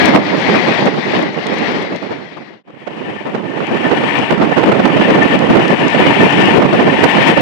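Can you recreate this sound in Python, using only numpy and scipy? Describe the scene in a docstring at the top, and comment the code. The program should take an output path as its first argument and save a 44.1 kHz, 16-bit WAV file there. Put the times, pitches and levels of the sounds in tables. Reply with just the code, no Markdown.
"""At the open door of a fast train, in two passages joined by a fade through silence.
Turbulent headwind buffets two microphone ports separately, as noise with gusts, lulls and hissing puffs.
Wheels and rails roar mostly into the sheltered left port, as patchy noise; in the second passage narrow
resonances ring and a throb follows the wheel turns. Grit ticks, as short noise bursts; the end of a horn
blast, a sum of overtones, opens the scene. The loud peaks clip."""
import sys
import numpy as np
from scipy import signal
from scipy.fft import rfft, irfft, next_fast_len
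from scipy.io import wavfile
from scipy.ndimage import uniform_filter1d

SR = 44100
rng = np.random.default_rng(int(sys.argv[2]) if len(sys.argv) > 2 else 0)


def store_wav(level_fs):
    """Save 16-bit WAV to argv[1]."""
    pcm = np.round(np.clip(np.atleast_2d(level_fs), -1, 1) * 32767)
    wavfile.write(sys.argv[1], SR, pcm.T.astype(np.int16))


N = 326781
T = np.arange(N) / SR
JOIN_S = 2.633  # where the second passage follows the first


def gain_of(db):
    """Logarithmic level: decibels to an amplitude ratio."""
    return 10 ** (np.asarray(db) / 20)


def evened(x):
    """Normalisation of power: scales to rms 1."""
    return x / np.sqrt(np.mean(x ** 2) + 1e-20)


def read(points, x):
    """Logarithmic frequency scale: interpolates a table on a log axis."""
    hz, value = np.transpose(points)
    return np.interp(np.log(x + 1), np.log(hz + 1), value)


def colour(x, points):
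    """Linear filtering: multiplies the spectrum by a table of gains in dB."""
    size = next_fast_len(len(x))
    gain = gain_of(read(points, np.fft.rfftfreq(size, 1 / SR)))
    return irfft(rfft(x, size) * gain, size)[:len(x)]


def wobble(hz):
    """Low-passed random process: smooth chance of rms 1 that changes about hz times a second."""
    width = max(int(SR / hz / 2), 1)
    smooth = uniform_filter1d(rng.standard_normal(N), width)
    return evened(uniform_filter1d(smooth, width))


def bumps(rows):
    """Superposition of level envelopes: flat-topped dB bumps, each centred on its time."""
    out = np.zeros(N)
    for s, db, length in rows:
        near = slice(max(int((s - length) * SR), 0), max(int((s + length) * SR), 0))
        out[near] += db * np.exp(-(2 * (T[near] - s) / length) ** 4)
    return out


def field(gain, patchy_db):
    """Short-time spectral synthesis: noise of spectrum gain(Hz) with drifting patches of level."""
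    frames, hz = N // 256 + 5, np.fft.rfftfreq(1024, 1 / SR)
    real, imaginary, patches = rng.standard_normal((frames, 513, 3)).T
    patches = uniform_filter1d(patches, size=8, axis=0)  # over frequency
    patches = evened(uniform_filter1d(patches, size=10, axis=1))  # over time
    spectra = (real + 1j * imaginary) * gain(hz)[:, None] * gain_of(patchy_db * patches)
    return evened(signal.istft(spectra, nperseg=1024, noverlap=768)[1][:N])


# overtones of the horn: (multiple of the fundamental [1], rms level on the left [dB])
HORN_OVERTONES = [(3, -19), (6, -31), (7, -20), (8, -30), (9, -30), (10, -31), (11, -32)]
HORN_HZ, HORN_END_S = 237.3, 0.11


def horn():
    """Harmonic series: the last moment of a horn blast, slightly unsteady, stopping short."""
    turns = np.cumsum(HORN_HZ * (1 + 0.0054 * wobble(hz=30))) / SR
    tone = 0
    for multiple, db in HORN_OVERTONES:
        phase = 2 * np.pi * (multiple * turns + rng.random())
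        tone = tone + gain_of(db) * np.sqrt(2) * np.sin(phase)
    stop = 1 + np.exp(np.clip((T - HORN_END_S) / 0.009, -50, 50))
    return tone / stop * gain_of([[0], [-14.]])  # left, right


# large ticks of grit thrown against the car:
# (time [s], level before the burst shape [dB], left minus right [dB])
LARGE_TICKS = [(0.0574, -14.5, 19), (0.857, -18, 8), (1.2256, -20, 10), (1.4678, -13.5, 12), (1.54, -19, 4),
               (1.585, -18, 9.5), (1.7154, -23, 14), (1.8244, -22, 14.0), (1.961, -15, 8),
               (3.5014, -29, 1.5), (3.5917, -28, 1.0), (3.669, -20, 2), (4.19, -19, 3), (5.2305, -23, -12),
               (5.391, -21, 6), (5.68, -21, -4), (5.882, -23, -14)]
# colour of a tick: (frequency [Hz], relative level per Hz [dB])
TICK_COLOUR = [(800, -11), (2500, 0.5), (6000, -3.5), (10000, -20.5), (16000, -34)]
GRIT_PER_S, GRIT_LEAST_DB = 25, -42  # the many small ticks: mean rate, lowest level before panning


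def grit():
    """Impact noise: millisecond bursts of bright noise, large ticks and small ones at random."""
    size_db = GRIT_LEAST_DB + 4 * np.minimum(rng.exponential(1, N), 3)
    size = gain_of(size_db) * (rng.random(N) < GRIT_PER_S / SR)
    halves = np.array([.5, -.5])  # a level difference splits evenly between the ports
    hits = size * gain_of(12.0 * rng.standard_normal(N) * halves[:, None])
    for s, db, pan_db in LARGE_TICKS:
        hits[:, round(s * SR)] += gain_of(db + halves * pan_db)
    t = np.arange(SR // 40) / SR
    snap = np.exp(-t / 0.0015) - np.exp(-t / 0.00017)
    rattle = 0.091 * np.exp(-t / .006)
    shape = signal.oaconvolve(hits, (snap + rattle)[None])[:, :N]
    return shape * [evened(colour(rng.standard_normal(N), TICK_COLOUR)) for port in hits]


WHEEL_TURNS_PER_S, WHEEL_TOP_S = 10.22, 5.234  # wheel turns, and a moment when the throb peaks


def throb(depth_db):
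    """Periodic load modulation: a wheel not quite round loads the rail more once per turn."""
    return gain_of(depth_db * np.cos(2 * np.pi * WHEEL_TURNS_PER_S * (T - WHEEL_TOP_S)))


# resonances of wheel and rail: (frequency [Hz], width [Hz], relative share of power [dB])
RESONANCES = [(287, 14, -15), (755, 14, -21), (895, 25, -19), (935, 16, -18), (1489, 16, -24),
              (1735, 60, -15), (1790, 34, -10.5), (1850, 60, -18), (2337, 18, -20)]


def rings():
    """Resonance: noise in the narrow modes of wheel and rail, wavering in strength."""
    size = next_fast_len(N)
    hz = np.fft.rfftfreq(size, 1 / SR)
    power = np.zeros(len(hz))
    for f, width, db in RESONANCES:
        power += gain_of(2 * db) / width / (1 + (2 * (hz - f) / width) ** 2) ** 2
    ringing = irfft(rfft(rng.standard_normal(size)) * np.sqrt(power), size)[:N]
    return evened(ringing) * gain_of(1.6 * wobble(hz=25))


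# rolling roar in the first and second passage: (frequency [Hz], relative level per Hz [dB])
FIRST_ROAR = [(60, -43), (150, -1.5), (300, 0), (850, 0.5), (1400, -6.5), (1950, 3), (2300, -1.5),
              (2850, -6.5), (4200, -11.5), (5600, -21), (7000, -33.5), (10000, -50), (16000, -64)]
SECOND_ROAR = [(60, -38.5), (150, 2), (300, -6), (550, -0.5), (920, 4.5), (1350, -7.5), (1900, 1.5),
               (2950, 0), (3800, -14), (6500, -30), (9000, -34.5), (11000, -53), (16000, -53)]
RING_THROB_DB, ROAR_THROB_DB = 3.5, 0.56  # depth of the throb, up and down


def roar():
    """Broadband contact noise: plain roar before the join, throbbing and ringing roar after it."""
    first = field(lambda hz: gain_of(read(FIRST_ROAR, hz)), patchy_db=1.5)
    second = field(lambda hz: gain_of(read(SECOND_ROAR, hz)), patchy_db=1.05)
    ringing = gain_of(-6.0) * rings() * throb(RING_THROB_DB)
    return np.where(T < JOIN_S, first, second * throb(ROAR_THROB_DB) + ringing)


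# roar swelling about once a second with track and surroundings: (time [s], level [dB])
ROLLING_LEVEL = [(0.0, -7.5), (0.16, -13.5), (0.19, -20.5), (0.3, -14.5), (0.4, -13.5), (0.47, -9),
                 (0.78, -7.5), (0.9, -16.5), (1.08, -11), (1.17, -8.5), (1.3, -16.5), (1.62, -7),
                 (1.8, -8.5), (1.9, -10.5), (2.25, -13), (2.52, -11), (2.755, -17), (2.775, -12.5),
                 (2.88, -14.5), (3.05, -12.5), (3.42, -20.5), (3.7, -14), (4.16, -9.5), (4.23, -13.5),
                 (4.41, -21.5), (4.6, -16.5), (4.77, -19.5), (5.04, -13.5), (5.13, -17.5), (5.31, -13),
                 (5.4, -18.5), (6.03, -12), (6.42, -10.5), (6.55, -12), (6.61, -20), (6.68, -17.5),
                 (6.75, -16), (6.9, -16), (7.15, -10), (7.31, -7.5), (7.35, -15.5), (7.41, -14)]
# how much of the roar reaches the right port: (frequency [Hz], gain [dB])
RIGHT_SHADE = [(200, -3), (900, -11), (2000, -23.5), (4000, -21), (6500, -14), (8500, -6.5), (12000, -14)]
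LEFT_LAG = 9  # samples by which the roar is late on the left


def rolling():
    """Shadowing and partial coherence: the right port gets a shaded, partly unrelated roar earlier."""
    level = gain_of(np.interp(T, *np.transpose(ROLLING_LEVEL)) + 1.07 * wobble(hz=24.2))
    direct, scattered = roar(), roar()
    right = colour(0.34 * direct + 1.2 * scattered, RIGHT_SHADE)
    return level * np.array([np.roll(direct, LEFT_LAG), right])


# wind on a port: (frequency [Hz], relative level per Hz [dB])
WIND_COLOUR = [(40, -39), (70, -27.5), (120, -8), (190, 0.5), (320, -0.5), (600, -6.5), (1200, -17.5),
               (2500, -28.5), (5000, -45), (9000, -62.5), (16000, -87)]


def wind(strength_db, puffs_db):
    """Turbulence: stronger wind makes smaller eddies, so the top grows faster than the thud."""
    eddies = evened(colour(rng.standard_normal(N), WIND_COLOUR))
    thud = signal.sosfiltfilt(signal.butter(1, 700., fs=SR, output="sos"), eddies)
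    top = eddies - thud
    top_db = 1.463 * strength_db + 5.0 + 3.58 * wobble(hz=90) + puffs_db
    return gain_of(strength_db) * thud + gain_of(top_db) * top


# strong gusts that reach the sheltered left port: (time [s], rise of strength [dB], length [s])
LEFT_GUSTS = [(0.096, 12, 0.24), (0.583, 8, 0.3), (0.858, 16.5, 0.07), (0.986, 17, 0.027),
              (1.205, 10.5, 0.21), (1.744, 13.5, 0.23), (1.94, 14, 0.089), (2.127, 16, 0.045),
              (2.379, 13, 0.042), (2.53, 14, 0.12), (2.694, 18, 0.05), (2.961, 9.5, 0.14),
              (3.085, 16.5, 0.075), (3.281, 15, 0.061), (3.356, 17, 0.031), (3.388, 11.5, 0.032),
              (3.624, 14, 0.031), (3.72, 18.5, 0.045), (3.991, 7.5, 0.2), (4.194, 18, 0.024),
              (4.326, 19.5, 0.02), (4.43, 9.5, 0.068), (4.677, 17, 0.08), (4.801, 17, 0.019),
              (4.977, 9, 0.11), (5.136, 12.5, 0.14), (5.34, 16, 0.043), (5.506, 18.5, 0.037),
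              (5.591, 12, 0.051), (5.735, 14, 0.048), (5.827, 13, 0.039), (6.002, 14, 0.028),
              (6.09, 12.5, 0.04), (6.23, 14.5, 0.083), (6.42, 11.5, 0.13), (6.57, 17.5, 0.085),
              (6.649, 15, 0.031), (6.741, 18, 0.042), (6.856, 11.5, 0.11), (7.06, 13, 0.021),
              (7.299, 12.5, 0.11)]
# deep, short lulls on the exposed right port: (time [s], drop of strength [dB], length [s])
RIGHT_LULLS = [(0.33, 2.5, 0.24), (0.44, 15, 0.048), (0.615, 9, 0.058), (0.758, 18, 0.056),
               (1.02, 13, 0.052), (1.31, 7, 0.12), (1.429, 8, 0.065), (1.987, 19, 0.051), (2.079, 4, 0.027),
               (2.303, 15, 0.033), (2.45, 9, 0.026), (2.494, 9, 0.022), (2.798, 11, 0.032),
               (2.854, 19, 0.02), (3.189, 16, 0.035), (3.241, 8, 0.025), (3.664, 16, 0.022),
               (4.027, 8, 0.02), (4.143, 6, 0.11), (4.265, 12, 0.037), (4.486, 3.5, 0.092),
               (4.546, 19, 0.025), (5.037, 11, 0.017), (5.68, 2.5, 0.02), (5.767, 11, 0.036),
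               (5.919, 14, 0.042), (6.142, 23, 0.027), (6.306, 16, 0.044), (6.465, 5, 0.033),
               (6.965, 11, 0.033), (7.1, 13, 0.066), (7.252, 15, 0.018), (7.359, 13, 0.015)]
# sharp, hissing puffs: (time [s], port [0 left, 1 right], rise of the top [dB])
HISSING_PUFFS = [(0.159, 1, 12.5), (0.157, 0, 15), (0.483, 1, 11), (0.554, 0, 16), (0.689, 1, 10),
                 (0.792, 1, 16), (1.066, 1, 13.5), (1.195, 0, 15), (2.031, 1, 11), (2.12, 0, 10),
                 (2.375, 0, 15), (2.371, 1, 5), (2.682, 1, 15.5), (2.878, 1, 11.5), (3.255, 1, 8),
                 (3.354, 1, 12.5), (4.312, 1, 13.5), (4.405, 1, 6.5), (4.423, 0, 16), (4.637, 1, 11),
                 (4.8, 1, 13.5), (4.97, 1, 6), (5.11, 0, 7.5), (5.576, 1, 8), (5.711, 1, 12),
                 (5.945, 1, 7.5), (6.007, 1, 8), (7.17, 1, 13.5), (7.3, 0, 7), (7.302, 1, 5)]
# each pair is left, right
WIND_DB = (-22.5, -9)  # strength between gusts on the left, between lulls on the right
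FLUTTER_DB, SWAY_DB = (1, 2.5), (0.7, 1.05)  # rms of the fast and slow chance in strength
PUFF_S = (0.027, 0.014)  # length of a puff


def headwind():
    """Uncorrelated pressure fluctuations: separate wind per port, lesser gusts and lulls by chance."""
    swings = [bumps(LEFT_GUSTS), -bumps(RIGHT_LULLS)]
    ports = []
    for port in (0, 1):
        puffs_db = bumps([(s, db, PUFF_S[port]) for s, at, db in HISSING_PUFFS if round(at) == port])
        chance_db = FLUTTER_DB[port] * wobble(hz=33.8) + SWAY_DB[port] * wobble(hz=16.4)
        ports.append(wind(WIND_DB[port] + chance_db + swings[port], puffs_db))
    return np.array(ports)


def scene():
    """Superposition: horn, grit and rolling train under the headwind."""
    return horn() + grit() + rolling() + headwind()


FADE_OUT_S, FADE_IN_S = 2.75, 2.45


def fade():
    """Linear gain ramps: straight fade out to the join and straight fade in after it."""
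    ramp = np.where(T < JOIN_S, (JOIN_S - T) / FADE_OUT_S, (T - JOIN_S) / FADE_IN_S)
    return np.minimum(ramp, 1)


FIRST_EDGE_HZ, EDGE_HZ = 15800, 21800  # band limits before and after the hard clip


def record(dry):
    """Saturation and band-limiting: soft overload, low cut, band limit, fades, hard clip, band limit."""
    def low_pass(x, hz):
        """Linear-phase filtering: removes what lies above hz."""
        taps = signal.firwin(255, hz, window=("kaiser", 9), fs=SR)
        return signal.oaconvolve(x, taps[None], "same")
    ceiling = 2.84  # amplitude that the soft overload approaches
    overloaded = ceiling * np.tanh(dry / ceiling)
    low_cut = signal.butter(3, 65., "high", fs=SR, output="sos")
    captured = low_pass(signal.sosfilt(low_cut, overloaded), FIRST_EDGE_HZ)
    return low_pass(np.clip(captured * fade(), -1, 1), EDGE_HZ)


dry = scene()
out = record(dry)
store_wav(out)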